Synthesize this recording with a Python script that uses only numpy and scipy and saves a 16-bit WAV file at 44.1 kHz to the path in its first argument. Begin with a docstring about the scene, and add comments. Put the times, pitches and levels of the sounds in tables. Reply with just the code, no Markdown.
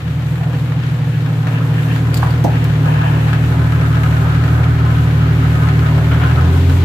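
"""Off-road car on a gravel driveway.

A straight-six creeps up from a distance and halts just in front of a stereo microphone.
Uneven cylinders ring the exhaust; valves tick and the fan rushes behind the grille.
Gravel crunches and stones snap under the tyres, then the brakes rub as the car slows.
Close up, near the end, the drivetrain clunks and the idle rises as the load comes off."""
import sys
import numpy as np
from scipy import signal
from scipy.fft import rfft, irfft
from scipy.io import wavfile
from scipy.ndimage import uniform_filter1d

SR = 44100
rng = np.random.default_rng(int(sys.argv[2]) if len(sys.argv) > 2 else 0)


def dump(signal):
    """Clip the signal to [-1, 1] and save it as 16-bit WAV at the path in sys.argv[1]."""
    limited = np.clip(np.atleast_2d(signal).T, -1, 1)
    pcm = np.round(limited * 32767).astype(np.int16)
    wavfile.write(sys.argv[1], SR, pcm)


N = 301644
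TIME = np.arange(N) / SR

# the six cylinders in firing order: strength/dB, change when far off/dB, lag/firing intervals
CYLINDER_PULSES = [(1.35, -3, .1), (2.07, -1, .084), (-2, -3, 0.054), (1.08, 3.5, .094), (-0.8, -3.5, 0.08),
                   (-.5, 3.5, 0.067)]


def undb(db):
    """Decibels to gain."""
    return 10 ** (np.asarray(db) / 20)


def unit(x):
    """Scale to rms 1."""
    return x / np.sqrt(np.mean(x ** 2))


def swell(s, width):
    """A smooth rise and fall around time s, 1 at the top."""
    return np.exp(-((TIME - s) / width) ** 2)


def ramp(start, length):
    """From 0 to 1 within a given length."""
    return np.clip((TIME - start) / length, 0, 1)


def walk(rate):
    """A smooth random drift with a spread near 1."""
    k = int(SR / rate)
    steps = np.repeat(rng.standard_normal(N // k + 1), k)
    return 1.27 * uniform_filter1d(uniform_filter1d(steps, k), k)[:N]


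def colour(x, points):
    """Filter x by a curve of (f/Hz, level/dB) points; rms 1."""
    hz, db = np.transpose(points)
    f = np.maximum(np.arange(N // 2 + 1) * SR / N, 1)
    gain = undb(np.interp(np.log(f), np.log(hz), db)) * np.minimum(f / hz[0], 1) ** 2
    return unit(irfft(rfft(x) * gain, N))


def resonate(x, hz, width):
    """A resonance applied twice: steep skirts, gain 1 at the centre."""
    b, a = signal.iirpeak(hz, hz / width, fs=SR)
    return signal.lfilter(b, a, signal.lfilter(b, a, x))


def pulses(phase, marks, sizes):
    """One pulse wherever the phase passes a mark."""
    at = np.searchsorted(phase, marks)
    return np.bincount(np.minimum(at, N), sizes, N + 1)[:N]


def spread(pair, likeness, pan_db=0):
    """Mix two unrelated sounds into a stereo image; positive pan is to the left."""
    sides = np.array([[1], [-1]])
    mid, side = np.sqrt(1 + likeness) * pair[0], np.sqrt(1 - likeness) * pair[1]
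    return (mid + side * sides) / np.sqrt(2) * undb(sides * pan_db / 2)


def burst(s, t60, tail_db, tail_t60):
    """A crack dying fast, followed by its scatter off fence and garage."""
    age = np.maximum(TIME - s, 0)
    span = (TIME >= s) & (age < .6)
    decay = undb(-60 * age[span] / t60) + undb(tail_db - 60 * age[span] / tail_t60)
    out = np.zeros((2, N))
    out[:, span] = rng.standard_normal((2, span.sum())) * decay
    return out


def rumble(far):
    """Low shudder of the body and the air it stirs, growing as the car nears."""
    air = colour(rng.standard_normal((2, N)), [(20, -9), (38, -8), (50, -14), (70, 1), (130, 7.5),
                 (200, -4.5), (280, 2), (360, -5.5), (700, -23.5), (2000, -70)])
    return spread(air, likeness=.88) * undb(-24.5 - 10.3 * far)


def tyres(level_db=-34, centre_s=2.1, width_s=1.0):
    """The knobbly tread rumbles as it rolls close, then slows."""
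    tread = colour(rng.standard_normal((2, N)),
                   [(120, -18), (190, 2), (270, 10.5), (380, -3), (480, 6), (700, -31), (1500, -65)])
    return spread(tread, likeness=.9) * undb(level_db) * swell(centre_s, width_s)


def gravel(grains_per_s=260, size_db=3.5, roll_db=-46.5, roll_grind_db=-6, brake_s=2.1, slowing_s=2):
    """Small stones crunch under the tyres; on loose patches they rasp louder and grind together."""
    # loose patches: t/s, half width/s, crunch level/dB, grinding level/dB
    patches = [(.43, .025, -44, -49), (.55, .015, -38, -50), (.7, 0.013, -47, -48), (.84, 0.015, -40, -58),
               (1.15, .022, -35, -53), (1.555, 0.032, -30, -48), (1.785, .032, -32.5, -48),
               (1.925, 0.047, -33.5, -53), (2.57, 0.092, -38, -34), (2.9, 0.057, -38, -32),
               (3.07, 0.15, -32.5, -27), (3.38, 0.11, -37.5, -37)]
    t = TIME[:SR // 30]
    hits = rng.random((2, N)) < grains_per_s / SR
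    sizes = undb(size_db * np.minimum(rng.exponential(size=(2, N)), 2.5))
    grain = rng.standard_normal((2, len(t))) * undb(-60 * t / 0.047)
    grains = signal.oaconvolve(hits * sizes, grain, axes=1)[:, :N]
    crunch = colour(grains, [(900, -16), (1250, -15), (1680, 10), (2200, -9), (2600, 1), (2950, 5),
                             (3600, -22), (5000, -41), (14000, -42)])
    grind = colour(grains, [(300, -8), (520, -11), (790, 10), (1100, 2), (2000, -35.5)])
    rolling = undb(roll_db) * (1 - ramp(brake_s, slowing_s)) * (crunch + undb(roll_grind_db) * grind)
    loose = sum((undb(crunch_db) * crunch + undb(grind_db) * grind) * swell(s, width)
                for s, width, crunch_db, grind_db in patches)
    return spread(rolling + loose, likeness=.1, pan_db=2)


def snaps(ring_db=5, ring_width_hz=900):
    """Stones pinched by a tyre crack brightly, each with a brief ring of its own."""
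    # pinched stones: t/s, level/dB, t60/s, ring f/Hz
    stones = [(2.143, -15, 0.0065, 4630), (2.1472, -20, 0.008, 7400), (2.1695, -26.5, .035, 4500),
              (2.174, -23, .03, 7240), (2.3055, -33, 0.044, 4600), (2.4407, -28.5, 0.098, 6000),
              (2.642, -27.5, .023, 12500)]
    # spectrum of a snap: f/Hz, level/dB
    snap_spectrum = [(1500, 3), (3500, 9.5), (4700, 8), (6000, 4), (8000, 4.5), (10000, -1), (13000, 3),
                     (15500, 7)]
    cracks = 0
    for s, db, t60, hz in stones:
        crack = undb(db) * burst(s, t60, tail_db=-17, tail_t60=0.38) + 1e-18
        cracks = cracks + crack + undb(ring_db) * resonate(crack, hz, ring_width_hz)
    return spread(colour(cracks, snap_spectrum) * cracks.std(), likeness=.2, pan_db=1)


def knocks():
    """Dull blows; each struck part rings with dense modes inside its own band."""
    # blows of stones and body: t/s, level/dB, lowest f/Hz, highest f/Hz, t60/s
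    blows = [(.40, -32, 680, 827, 0.32), (1.6, -31, 1000, 1510, .15), (2.2288, -9, 740, 1550, 0.011),
             (2.233, -21.5, 550, 1350, 0.16), (2.438, -13.5, 168, 346, 0.13),
             (2.443, -13.5, 480, 855, 0.15)]
    out = 0
    for s, db, low, high, t60 in blows:
        band = signal.butter(4, [low, high], "band", fs=SR, output="sos")
        blow = signal.sosfilt(band, burst(s, t60, tail_db=-10.5, tail_t60=3.5 * t60) + 1e-18)
        out = out + undb(db) * np.sqrt(SR / 2 / (high - low)) * blow
    return spread(out, likeness=.55)


def brakes(chatter_db=3, chatter_hz=160):
    """The pads rub in quick, gritty grabs and ring the discs."""
    # rubs of the pads: t/s, half width/s, level/dB
    rubs = [(3.738, 0.0059, -26.5), (3.845, 0.024, -27), (3.95, 0.11, -29), (4.28, 0.12, -26.5),
            (4.68, 0.21, -30.5), (5.25, .1, -31.5), (5.44, .024, -25), (5.85, 0.05, -29),
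            (6.39, 0.028, -26)]
    # disc resonances: f/Hz, width/Hz, level/dB
    disc_modes = [(1000, 280, -3.5), (1297, 330, 6), (1517, 210, -3)]
    friction = rng.standard_normal((2, N)) * undb(chatter_db * walk(chatter_hz))
    ring = unit(sum(undb(db) * resonate(friction, hz, width) for hz, width, db in disc_modes))
    return spread(ring, likeness=-.1) * sum(undb(db) * swell(s, width) for s, width, db in rubs)


def clunks(t60=0.26, attack_s=0.011):
    """The drivetrain takes up its slack at the halt; each blow builds briefly as parts scrape home."""
    # drivetrain blows: t/s, level/dB
    impacts = [(6.108, -20), (6.21, -20.5)]
    # spectrum of a clunk: f/Hz, level/dB
    clunk_spectrum = [(500, -6), (750, -3), (1000, -7), (1350, 3.5), (2000, -8), (3200, -8), (4500, -33),
                      (12000, -51)]
    blows = sum(undb(db) * burst(s, t60, tail_db=-15, tail_t60=0.57) * ramp(s, attack_s)
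                for s, db in impacts)
    return spread(colour(blows, clunk_spectrum) * blows.std(), likeness=.4, pan_db=1)


def valve_train(phase, count=12, uneven_db=3.5, scatter_db=4.5, t60=0.066):
    """Twelve valves close once a cycle, each with a short ring of its own."""
    cycle, out = phase / len(CYLINDER_PULSES), 0
    n, t = np.arange(int(cycle[-1]) + 1), TIME[:SR // 20]
    for k in range(count):
        valve_db = uneven_db * np.cos(2 * np.pi * (k / count - .6)) / 2
        sizes = undb(valve_db + scatter_db * rng.standard_normal(len(n)))
        ring = rng.standard_normal((2, len(t))) * undb(-60 * t / t60)
        closings = pulses(cycle, n + (k + rng.uniform(0, .4)) / count, sizes)
        out = out + signal.oaconvolve(closings[None], ring, axes=1)
    return unit(out[:, :N])


def engine_bay(phase, far, rise):
    """Valve ticks and rushing air, coloured by block, valve cover, panels and a fan left of centre."""
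    # spectra of the block, the valve cover, the fan and its hiss: f/Hz, level/dB
    block_spectrum = [(150, 8), (220, -15), (330, -7.5), (480, 3.5), (570, 0), (780, 0), (900, -1.5),
                      (1030, -4.5), (1200, -3.5), (2000, -21), (4000, -36.5)]
    cover_spectrum = [(800, -18), (1130, -4), (1270, 2), (1480, 3), (1750, 4), (2000, 0.5), (3000, -9),
                      (6000, -45)]
    fan_spectrum = [(700, -10), (1500, 0), (2200, -1), (2800, -3), (3350, -4.5), (4200, -8), (5300, -16),
                    (7000, -20.5), (12000, -45)]
    hiss_spectrum = [(3000, -24), (5500, -3.5), (7000, 1), (8300, -1.5), (9600, -5), (12000, -0.5),
                     (14000, -2.5), (15500, -6)]
    # resonances of thin metal panels: f/Hz, width/Hz, level/dB
    panel_modes = [(650.3, 11, 7), (742, 13.7, 5), (806, 16, -3), (850, 15, 3), (870, 21, -3),
                   (984, 15.4, 7.5), (1048, 51, 3.5), (1254, 40, 3.5), (1314, 65, -0.5), (1392, 210, -3.5),
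                   (1479, 34, 2.5), (1510, 41, 3.5), (1642, 29, 3), (1780, 70, -8), (2200, 30, -8),
                   (2844, 21, -4.5)]
    ticks = valve_train(phase)

    def drive(tick_db, flicker_db):
        """Air and ticks, wavering a little."""
        return (rng.standard_normal((2, N)) + undb(tick_db) * ticks) * undb(flicker_db * walk(16))

    def gain(near_db, far_db, rise_db):
        """A part grows as the car nears and changes as the idle rises."""
        return undb(near_db + far_db * far + rise_db * rise)

    block = colour(drive(tick_db=-11.5, flicker_db=1.3), block_spectrum) * gain(-28.5, -9.5, 1)
    cover = colour(drive(tick_db=-4, flicker_db=1.5), cover_spectrum) * gain(-31.5, -16.5, -18)
    shake = drive(tick_db=2, flicker_db=3.5)
    rattle = sum(undb(db) * resonate(shake, hz, width) for hz, width, db in panel_modes)
    panels = unit(rattle) * gain(-25, -30, -8)
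    fan = colour(drive(tick_db=-6, flicker_db=0.78), fan_spectrum) * gain(-33, -7.5, 2)
    hiss = colour(drive(tick_db=-14, flicker_db=1.44), hiss_spectrum) * gain(-43.5, -7.5, 2)
    metal = spread(block, likeness=.62, pan_db=.5) + spread(cover + panels, likeness=-.2)
    air = spread(fan, likeness=0, pan_db=4) + spread(hiss, likeness=-.1, pan_db=-.8)
    return metal + air


def cut_band(x, null_hz=194, width_hz=18):
    """One narrow band of the exhaust sound is cut away."""
    return signal.lfilter(*signal.iirnotch(null_hz, null_hz / width_hz, fs=SR), x)


def exhaust(phase, hz, far, rise, scatter_db=0.2, jitter=0.0023, gas_db=-30, waver_db=1.7):
    """Each cylinder sends its pulse down the pipe; turbulent gas roughens the tone, overtones waver."""
    # pipe and body modes: f/Hz, width/Hz, close level/dB, change far off/dB, change at raised idle/dB
    pipe_modes = [(82.55, 13.4, -6.5, -26.5, 7), (117.1, 17.4, -8, -9, 2), (144.45, 11.3, -3.5, -5, -2.5),
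                  (164.55, 7.4, -13, 6, 1.3), (230.1, 11.7, -33.5, 0.5, -14), (269.6, 17.6, -21, -13, 4.5),
                  (288.6, 10.6, -39.5, 12, -11), (390.3, 21.5, -24, -34.5, 4), (485.4, 30, -40, 1, -10)]
    # the deepest boom is stronger at the start, then dips three times: t/s, half width/s, change/dB
    boom_changes = [(0, 0.3, 10), (1.35, .3, -8), (1.75, 0.29, -8), (2.92, 0.52, -4)]
    n = np.arange(int(phase[-1]) + 1)
    db, far_change_db, lag = np.array(CYLINDER_PULSES)[n % len(CYLINDER_PULSES)].T
    db = db + far_change_db * np.interp(n, phase, far)
    chance = rng.standard_normal((len(n), 2)).T
    firings = pulses(phase, n + lag + jitter * chance[0], undb(db + scatter_db * chance[1]))
    firings = firings * SR / hz / 2
    flow = undb(gas_db) * firings.std() * rng.standard_normal(N) - firings
    tones = [resonate(flow, f, width) * undb(near_db + far * far_db + rise * rise_db)
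             for f, width, near_db, far_db, rise_db in pipe_modes]
    boom = tones[0] * undb(sum(change_db * swell(s, width) for s, width, change_db in boom_changes))
    throb = sum(tones[1:4])
    growl_db = 7.5 * swell(6.53, 0.028)  # the freed engine speeds up
    overtones = sum(tones[4:]) * undb(waver_db * walk(14) + growl_db)
    fade_in_db = -2.5 * (1 - ramp(0, 0.36))  # the exhaust fades in over the first third of a second
    return (boom + throb + overtones) * undb(fade_in_db)


def scene(release_s=6.363, releasing_s=0.27):
    """The crank, hunting a little, drives exhaust and valves as the car rolls up to the microphone."""
    # engine speed: t/s, firing rate/Hz
    firing_rate = [(0.0, 38.9), (0.35, 40.11), (0.53, 39.35), (0.88, 39.66), (1.23, 38.22), (1.58, 38.74),
                   (1.75, 38.08), (2.28, 39.24), (2.81, 37.55), (3.51, 38.73), (4.21, 38.14), (4.56, 38.92),
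                   (5.09, 38.23), (5.61, 38.26), (5.96, 37.88), (6.31, 39.51), (6.49, 43.53), (6.84, 44.4)]
    # the approach: t/s, distance (1 far off, 0 at the microphone)
    approach = [(0, 0.77), (1.2, 0.61), (1.9, 0.36), (3, 0.23), (4.5, 0.19), (5.7, 0.13)]
    hz = np.interp(TIME, *np.transpose(firing_rate))
    far = np.interp(TIME, *np.transpose(approach))
    rise = ramp(release_s, releasing_s)  # the load comes off the engine
    phase = np.cumsum(hz) / SR  # counts firings
    # the pipe lies a little to the right, more so close up, so its sound reaches the left later
    right = cut_band(exhaust(phase, hz, far, rise))
    left = np.interp(TIME - .00018 * (1 - .7 * far), TIME, right)
    engine = np.array([left, right]) + engine_bay(phase, far, rise) + rumble(far)
    return engine + tyres() + gravel() + snaps() + knocks() + brakes() + clunks()


def record(dry, ceiling=.95, top_hz=15100):
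    """The recorder rounds the very highest peaks and cuts the top."""
    rounded = dry / (1 + np.abs(dry / ceiling) ** 10) ** .1
    return signal.sosfilt(signal.ellip(8, .2, 70, top_hz, fs=SR, output="sos"), rounded)


dry = scene()
out = record(dry)
dump(out)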